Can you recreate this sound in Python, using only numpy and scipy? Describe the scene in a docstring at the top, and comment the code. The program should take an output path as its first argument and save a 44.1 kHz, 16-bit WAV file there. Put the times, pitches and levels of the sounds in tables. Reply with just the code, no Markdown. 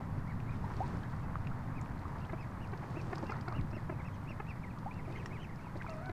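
"""Goslings and ducklings bathing in a muddy farm pond, the water close to the microphone.
Ducklings out on the pond peep in short arched whistles and chirp; nearer birds mutter in tiny clucks.
Bills dabble, trapped bubbles plop, and water sloshes and patters back whenever a head is ducked.
Wind rumbles softly underneath, and near the end a rooster starts to crow far across the yard."""
import sys
import numpy as np
from scipy import signal
from scipy.fft import rfft, irfft
from scipy.io import wavfile

SR = 44100
rng = np.random.default_rng(int(sys.argv[2]) if len(sys.argv) > 2 else 0)


def file_out(sig):
    """Save sig as 16-bit WAV at sys.argv[1]."""
    # one column per channel
    cols = np.atleast_2d(sig).T
    # limit, then scale
    lim = np.clip(cols, -1, 1)
    pcm = np.round(lim * 32767).astype(np.int16)
    wavfile.write(sys.argv[1], SR, pcm)


N = 269892
T = np.arange(N) / SR

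# a bird ducks its head and throws water over its back: (centre [s], length [s], slosh [dB], spray [dB])
DUNKS = [(0.831, 0.51, -54, -67), (2.124, 0.29, -61, -77), (3.117, 0.66, -52.5, -67),
         (5.217, 0.43, -53, -70.5), (5.932, 0.25, -60.5, -72)]
# spectrum of the stirred pond surface: (frequency [Hz], relative level [dB])
LAPPING_SPECTRUM = [(350, -14), (520, -3.5), (700, -3), (950, 1), (1400, -5.5), (2000, -11), (2500, -21.5),
                    (3200, -33.5), (5000, -41), (12000, -50)]


def from_db(db):
    """Decibels to gain."""
    return 10 ** (np.asarray(db) / 20)


def unit_rms(x):
    """Scale to unit power."""
    return x / np.sqrt(np.mean(x ** 2) + 1e-20)


def in_time(rows):
    """One curve for each column after a table's time column."""
    times, *columns = np.transpose(rows)
    return [np.interp(T, times, column) for column in columns]


def at_hz(spectrum, hz):
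    """Read a spectrum's level on a log-frequency axis."""
    freqs, levels = np.transpose(spectrum)
    return np.interp(np.log(np.maximum(hz, 1)), np.log(freqs), levels)


def coloured(x, spectrum):
    """Filter a signal by a smooth spectrum; rms 1."""
    hz = np.arange(N // 2 + 1) * SR / N
    return unit_rms(irfft(rfft(x) * from_db(at_hz(spectrum, hz)), N))


def noise(spectrum):
    """Noise with the given spectrum; rms 1."""
    return coloured(rng.standard_normal(N), spectrum)


def drift(rate_hz):
    """Random wander of spread 1, mostly slower than rate_hz."""
    return noise([(rate_hz, 0), (rate_hz * 10, -60)])


def bump(centre, length):
    """A smooth swell of height 1."""
    return np.exp(-np.minimum((2 * (T - centre) / length) ** 2, 20))


def add(out, start, sound):
    """Mix a short sound in at a start time in seconds."""
    i = max(int(start * SR), 0)
    out[i:i + len(sound)] += sound[:max(N - i, 0)]


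def ring(clicks, hz, t60):
    """A unit click sets a sine of height 1 ringing."""
    decay, angle = from_db(-60 / (t60 * SR)), 2 * np.pi * hz / SR
    return signal.lfilter([0, np.sin(angle)], [1, -2 * decay * np.cos(angle), decay ** 2], clicks + 1e-18)


def bubble_swarm(per_s, low_hz, high_hz, cycles, spread_db, pitch_count=24):
    """Little bubbles of random size and pitch, each dying away over some cycles; rms 1."""
    sizes = from_db(spread_db * np.minimum(rng.exponential(1, N), 4))
    clicks = sizes * rng.choice([-1, 1], N) * (rng.random(N) < per_s / SR)
    pitch_index = rng.integers(0, pitch_count, N)
    pitches = np.geomspace(low_hz, high_hz, pitch_count)
    return unit_rms(sum(hz * ring(clicks * (pitch_index == k), hz, cycles / hz)
                        for k, hz in enumerate(pitches)))


def wind():
    """Low turbulence that swells with the breeze and with single buffets."""
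    # strength of the breeze: (time [s], level [dB])
    breeze = [(0.0, -41.5), (0.36, -38), (2.5, -42), (3.54, -41.5), (5.86, -43.5), (6.12, -44)]
    # brief buffets of air: (centre [s], length [s], boost [dB])
    buffets = [(0.178, 0.028, 5), (0.96, 0.074, 1.5), (1.49, 0.09, 4), (1.773, 0.017, 8.5), (3.604, 0.1, 7),
               (3.936, 0.049, 3)]
    # spectrum of the rumble: (frequency [Hz], relative level [dB])
    rumble = [(15, 1.5), (30, -6.5), (45, -3), (70, -2), (105, 4), (150, 0.5), (210, -4.5), (290, -11.5),
              (400, -25), (600, -59), (2000, -71)]
    level_db, = in_time(breeze)
    buffet_db = sum(boost_db * bump(centre, length) for centre, length, boost_db in buffets)
    return from_db(level_db + buffet_db) * noise(rumble)


def hiss(level_db=-72.2):
    """A faint, steady hiss behind the pond."""
    # spectrum of the hiss: (frequency [Hz], relative level [dB])
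    spectrum = [(3300, 0), (4500, -2), (6000, -5), (8000, -5.7), (10000, -6), (12500, -7), (15000, -9.5)]
    return from_db(level_db) * noise(spectrum)


def slosh(calm_db=-62.5, lead_s=0.033, length_share=0.94):
    """A deep wash of water that swells at each dunk, just ahead of the spray."""
    # spectrum of the slosh: (frequency [Hz], relative level [dB])
    spectrum = [(220, -25), (320, 12), (420, 9.5), (540, 3), (800, -34), (3000, -62)]
    plunge = sum(from_db(slosh_db) * bump(centre - lead_s, length * length_share)
                 for centre, length, slosh_db, _ in DUNKS)
    return np.hypot(from_db(calm_db), plunge) * noise(spectrum)


def shower():
    """The swell of thrown water at each dunk, as a gain curve."""
    return sum(from_db(spray_db) * bump(centre, length) for centre, length, _, spray_db in DUNKS)


def lapping(wash_db=-0.5, bubble_db=-3.5, over_shower_db=10.5):
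    """Ripples around the swimming birds: a smooth wash with clumps of bubbles, louder at each dunk."""
    # lapping between dunks: (time [s], level [dB])
    ripples = [(0.0, -53), (2.0, -52), (2.39, -53), (3.34, -53), (4.05, -54.5), (5.8, -55.5)]
    ripple_db, = in_time(ripples)
    bubbles = bubble_swarm(450 * from_db(3 * drift(9.8)), 404, 2565, cycles=14.3, spread_db=-1.5)
    wash = from_db(wash_db) * noise(LAPPING_SPECTRUM)
    gurgle = from_db(bubble_db) * coloured(bubbles, LAPPING_SPECTRUM)
    return np.hypot(from_db(ripple_db), from_db(over_shower_db) * shower()) * (wash + gurgle)


def spray(calm_db=-73.5, mist_db=-0.5, fizz_db=-5.5, top_hz=9000):
    """Fine mist and clumps of fizzing droplets that swell with each dunk."""
    # spectrum of the spray: (frequency [Hz], relative level [dB])
    spectrum = [(1500, -1), (2500, 14), (3300, 7.5), (4500, 8), (6000, 3), (8000, -1), (10000, 0),
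                (13000, -45)]
    droplets = bubble_swarm(260 * from_db(5 * drift(12)), 2800, 10000, cycles=8, spread_db=4.0)
    mist = from_db(mist_db) * noise(spectrum)
    fizz = from_db(fizz_db) * coloured(droplets, spectrum)
    softened = signal.sosfilt(signal.butter(6, top_hz, fs=SR, output="sos"), mist + fizz)
    return np.hypot(from_db(calm_db), shower()) * softened


def plops(attack_s=0.00045, rise_octaves_per_s=15.2, most_octaves=0.457):
    """A trapped bubble rings and climbs in pitch until it reaches the surface."""
    # bubbles from dipping bills: (time [s], starting pitch [Hz], level [dB], ring t60 [s])
    bubbles = [(0.010, 780, -30, 0.011), (0.195, 1700, -55, 0.076), (0.641, 867, -37, 0.093),
               (0.804, 700, -29, 0.17), (1.034, 1606, -45.5, 0.081), (1.356, 1150, -21, 0.0095),
               (1.515, 1280, -39.5, 0.043), (2.054, 1130, -34.5, 0.028), (2.163, 835, -45, 0.022),
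               (3.227, 825, -33.5, 0.035), (3.321, 1304, -30.5, 0.027), (3.48, 1375, -30.5, 0.022),
               (3.5238, 1130, -29.5, 0.018), (4.775, 1160, -37.5, 0.02), (4.861, 730, -35, 0.14),
               (4.911, 2280, -43.5, 0.05), (5.669, 910, -36.5, 0.016), (5.814, 1530, -36.5, 0.028),
               (5.844, 900, -37.5, 0.05), (5.865, 1270, -30, 0.011)]
    out, t = np.zeros(N), T[:SR // 6]
    climb = 2 ** np.minimum(rise_octaves_per_s * t, most_octaves)
    onset = 1 - np.exp(-t / attack_s)
    for start, hz, level_db, t60 in bubbles:
        phase = 2 * np.pi * np.cumsum(hz * climb) / SR
        add(out, start, onset * from_db(level_db - 60 * t / t60) * np.sin(phase))
    return out


def peeps(sag=0.99, edge_s=0.0018, press_db=7.5, trim_db=-1.0):
    """Ducklings' thin, trembling whistles arch up and fall; the octave flashes just past mid-call."""
    # duckling calls: (start [s], length [s], top pitch [Hz], crest [share of call],
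    # level [dB], octave relative to fundamental [dB])
    calls = [(0.26, 0.067, 2220, 0.51, -56, -23), (0.456, 0.09, 2480, 0.59, -58.5, -19),
             (1.202, 0.095, 2620, 0.41, -69.5, -20), (1.735, 0.065, 2510, 0.51, -56, -22),
             (2.182, 0.07, 2820, 0.62, -65, -20), (2.37, 0.08, 2594, 0.39, -58, -10),
             (2.593, 0.064, 2900, 0.51, -61.5, -20), (2.943, 0.068, 2730, 0.58, -54, -22),
             (3.26, 0.1, 2750, 0.22, -55, -11), (3.54, 0.066, 2880, 0.39, -55, -26),
             (3.723, 0.069, 2700, 0.36, -57, -10), (3.898, 0.057, 2680, .42, -64, -20),
             (4.036, 0.055, 2700, 0.5, -60, -15), (4.117, 0.059, 3270, .35, -67, -2),
             (4.265, 0.066, 2760, 0.47, -53.5, -15), (4.465, 0.063, 2780, 0.41, -53.5, -18),
             (4.919, 0.099, 2740, 0.41, -65, -19), (5.099, 0.09, 2540, .43, -61.5, -18),
             (5.145, 0.032, 2130, 0.47, -50, -23), (5.148, 0.057, 3140, .47, -62, -9),
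             (5.165, 0.072, 2850, 0.29, -60, -23), (5.306, 0.074, 2550, 0.45, -54, -24),
             (5.369, 0.068, 2960, 0.35, -61, -16), (5.396, 0.062, 3150, .4, -56.5, -14),
             (5.607, 0.094, 2740, 0.31, -63, -22), (5.881, 0.066, 2740, 0.42, -60.5, -16)]
    out = np.zeros(N)
    tremble, flutter_db = .021 * drift(220), 3 * drift(90)
    for start, length, top_hz, crest, level_db, octave_db in calls:
        span = slice(int(start * SR), int((start + length) * SR))
        progress = np.linspace(0, 1, len(T[span]))
        hz = top_hz * (1 - sag * (progress - crest) ** 2)
        phase = 2 * np.pi * np.cumsum(hz * (1 + tremble[span])) / SR
        octave = from_db(octave_db) * np.exp(-((progress - 0.6) / 0.24) ** 2)
        tone = np.sin(phase) + octave * np.sin(2 * phase)
        push_db = press_db * (progress - .5)  # the call is pressed harder towards its end
        swell = (4 * progress * (1 - progress)) ** 0.1
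        edges = np.minimum(1, np.minimum(progress, 1 - progress) * length / edge_s)
        add(out, start, from_db(level_db + trim_db + push_db + flutter_db[span]) * swell * edges * tone)
    return out


def patter(per_dunk=6, hz=4280, spread_octaves=0.15, level_db=-57, spread_db=4.5):
    """Small drops scattered around every dunk, as rows (time [s], pitch [Hz], level [dB])."""
    return [(centre + length * when / 2, hz * 2 ** (spread_octaves * pitch), level_db + spread_db * size)
            for centre, length, *_ in DUNKS
            for when, pitch, size in np.clip(rng.standard_normal((per_dunk, 3)), -2, 2)]


def drops(scatter_s=0.0013, cycles=12, crack_gain=0.033, top_hz=8800):
    """A drop hits with a brief swelling crackle that rings a tiny cavity; soft water dulls its top."""
    # larger drops and bill snaps striking the surface: (time [s], pitch [Hz], level [dB])
    strikes = [(0.401, 2480, -45.5), (0.766, 4370, -49.5), (0.878, 7700, -54), (1.033, 3240, -52),
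               (1.4702, 2370, -37), (1.812, 7200, -45.5), (1.858, 2290, -46), (2.249, 2980, -47.5),
               (2.673, 4700, -57), (2.774, 4670, -53), (3.155, 4800, -43.5), (3.181, 4800, -44.5),
               (3.227, 4870, -55), (3.266, 4460, -47), (3.306, 5100, -49), (3.318, 4900, -49),
               (3.366, 4800, -53), (3.4095, 4830, -46), (3.482, 4440, -44), (3.524, 4380, -50.5),
               (5.2576, 1040, -39.5), (5.258, 2050, -36.5), (5.259, 5100, -43), (5.82, 2230, -40),
               (5.8944, 4630, -46.5), (5.902, 6570, -51.5)]
    out, t = np.zeros(N), T[:SR // 30]
    for start, hz, level_db in strikes + patter():
        impact = rng.standard_normal(len(t)) * t * np.exp(-t / scatter_s)
        crack = signal.sosfilt(signal.butter(2, [hz / 2, hz * 2], "band", fs=SR, output="sos"), impact)
        tick = unit_rms(ring(impact, hz, cycles / hz)) + crack_gain * unit_rms(crack)
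        add(out, start, from_db(level_db) * tick / np.abs(tick).max())
    return signal.sosfilt(signal.butter(3, top_hz, fs=SR, output="sos"), out)


def dabbles():
    """A bill rattling in the water close by throws up a dense flurry of small bubbles."""
    # flurries of bubbles: (centre [s], length [s], level [dB])
    flurries = [(0.713, 0.03, -48), (1.134, 0.024, -46.5), (2.162, 0.052, -48.5), (2.837, 0.021, -46),
                (3.186, 0.024, -48), (3.34, 0.13, -50), (3.535, 0.12, -50)]
    swell = sum(from_db(level_db) * bump(centre, length) for centre, length, level_db in flurries)
    bubbles = bubble_swarm(1500, 580, 2920, cycles=26, spread_db=3.0)
    return swell * coloured(bubbles, LAPPING_SPECTRUM)


def clucks(length_s=0.017, usual_hz=345, top_hz=2500, smear_rad=0.14):
    """A few sharp throat pulses under one swell; the closed bill muffles the top."""
    # soft clucks near the microphone: (centre [s], pitch [Hz], level [dB])
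    calls = [(2.299, 408, -32.5), (2.336, 325, -26), (2.7366, 381, -30), (2.954, 282, -39),
             (2.973, 319, -27.5), (3.133, 361, -24.5), (3.236, 283, -27.5), (3.299, 416, -29),
             (3.485, 364, -28.5), (3.571, 300, -38), (3.734, 308, -31), (3.77, 303, -33), (3.9, 338, -25),
             (3.926, 314, -30), (4.307, 293, -36.5), (4.404, 424, -28), (5.082, 320, -33.5),
             (5.105, 320, -35), (5.76, 290, -31.5), (6.098, 332, -28.5)]
    out, waver = np.zeros(N), .025 * drift(150)
    k = np.arange(1, 11)[:, None]  # harmonic numbers
    for centre, hz, level_db in calls:
        span = slice(int((centre - length_s / 2) * SR), int((centre + length_s / 2) * SR))
        phase = 2 * np.pi * np.cumsum(hz * (1 + waver[span])) / SR
        phase -= phase[len(phase) // 2]
        tilt_db_per_octave = -7 + 14 * np.log2(hz / usual_hz)  # a tighter throat is higher and brighter
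        harmonic_db = tilt_db_per_octave * np.log2(k) + 1.5 * rng.standard_normal(k.shape)
        harmonic_db[0] -= 4  # the small throat weakens the fundamental
        strengths = from_db(harmonic_db) / (1 + (k * hz / top_hz) ** 14)
        pulses = np.sum(strengths * np.cos(k * phase - smear_rad * k ** 2), axis=0) / strengths.sum()
        add(out, T[span][0], from_db(level_db) * np.hanning(len(phase)) * pulses)
    return out


def chirps(length_s=0.0265, fall_octaves=0.404, faint_hz=2350, faint_count=18):
    """Tiny falling chirps from the huddle of ducklings: a few clear ones among many faint ones."""
    # the clear chirps: (start [s], starting pitch [Hz], level [dB])
    clear = [(3.992, 2480, -50.5), (4.63, 2520, -49.5), (4.985, 2380, -52), (5.486, 2300, -53),
             (5.797, 2220, -48), (5.862, 2650, -50.5)]
    out, progress = np.zeros(N), np.linspace(0, 1, int(length_s * SR))
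    scatter = rng.uniform([3.9, -.15, -63], [5.8, .25, -57], (faint_count, 3))
    faint = [(start, faint_hz * 2 ** octaves, level_db) for start, octaves, level_db in scatter]
    for start, hz, level_db in clear + faint:
        phase = 2 * np.pi * np.cumsum(hz * 2 ** (-fall_octaves * progress)) / SR
        add(out, start, from_db(level_db) * np.sin(np.pi * progress) * np.sin(phase))
    return out


def rooster(hoarseness=0.016):
    """A strained, slightly hoarse crow from across the yard: six harmonics shaped by the throat."""
    # start of the crow: (time [s], pitch [Hz], level before the throat [dB])
    crow = [(5.865, 647.4, -92), (5.89, 654, -49), (5.93, 640, -55.5), (5.96, 619, -57), (6.0, 635, -52.5),
            (6.03, 731, -58), (6.08, 750, -53.5), (6.12, 713, -65)]
    # resonances of the throat: (frequency [Hz], gain [dB])
    throat = [(600, 9), (1200, -6), (1500, 3), (1850, -12), (2350, -7), (3100, -53), (4500, -21)]
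    hz, level_db = in_time(crow)
    phase = 2 * np.pi * np.cumsum(hz * (1 + hoarseness * drift(90))) / SR
    voice = sum(from_db(at_hz(throat, k * hz)) * np.sin(k * phase) for k in range(1, 7))
    return voice * from_db(level_db) * (T > crow[0][0])


def with_bank_echo(direct, echo_db, t60, delay_s=0.004):
    """The direct sound plus its diffuse scatter from the banks and bushes."""
    t = T[:SR // 2]
    tail = rng.standard_normal(len(t)) * from_db(-60 * t / t60) * (t > delay_s)
    tail /= np.sqrt(np.sum(tail ** 2))
    return direct + from_db(echo_db) * signal.fftconvolve(direct, tail)[:N]


def scene():
    """One microphone at the pond: the farther the source, the stronger and longer its echo."""
    near = plops() + drops() + dabbles() + clucks()
    out_on_pond = peeps() + chirps()
    far = rooster()
    birds = (with_bank_echo(near, echo_db=-13.5, t60=0.051)
             + with_bank_echo(out_on_pond, echo_db=-9, t60=0.1)
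             + with_bank_echo(far, echo_db=-4, t60=0.4))
    water = lapping() + slosh() + spray()
    return (birds + water + wind() + hiss())[None]


def record(dry):
    """The microphone's signal, eased in and out, with the top cut steeply."""
    fade_s, cutoff_hz = 0.003, 15450
    ease = np.minimum(1, np.minimum(T, T[-1] - T) / fade_s)
    return signal.sosfilt(signal.ellip(12, .1, 80, cutoff_hz, fs=SR, output="sos"), dry * ease)


dry = scene()
out = record(dry)
file_out(out)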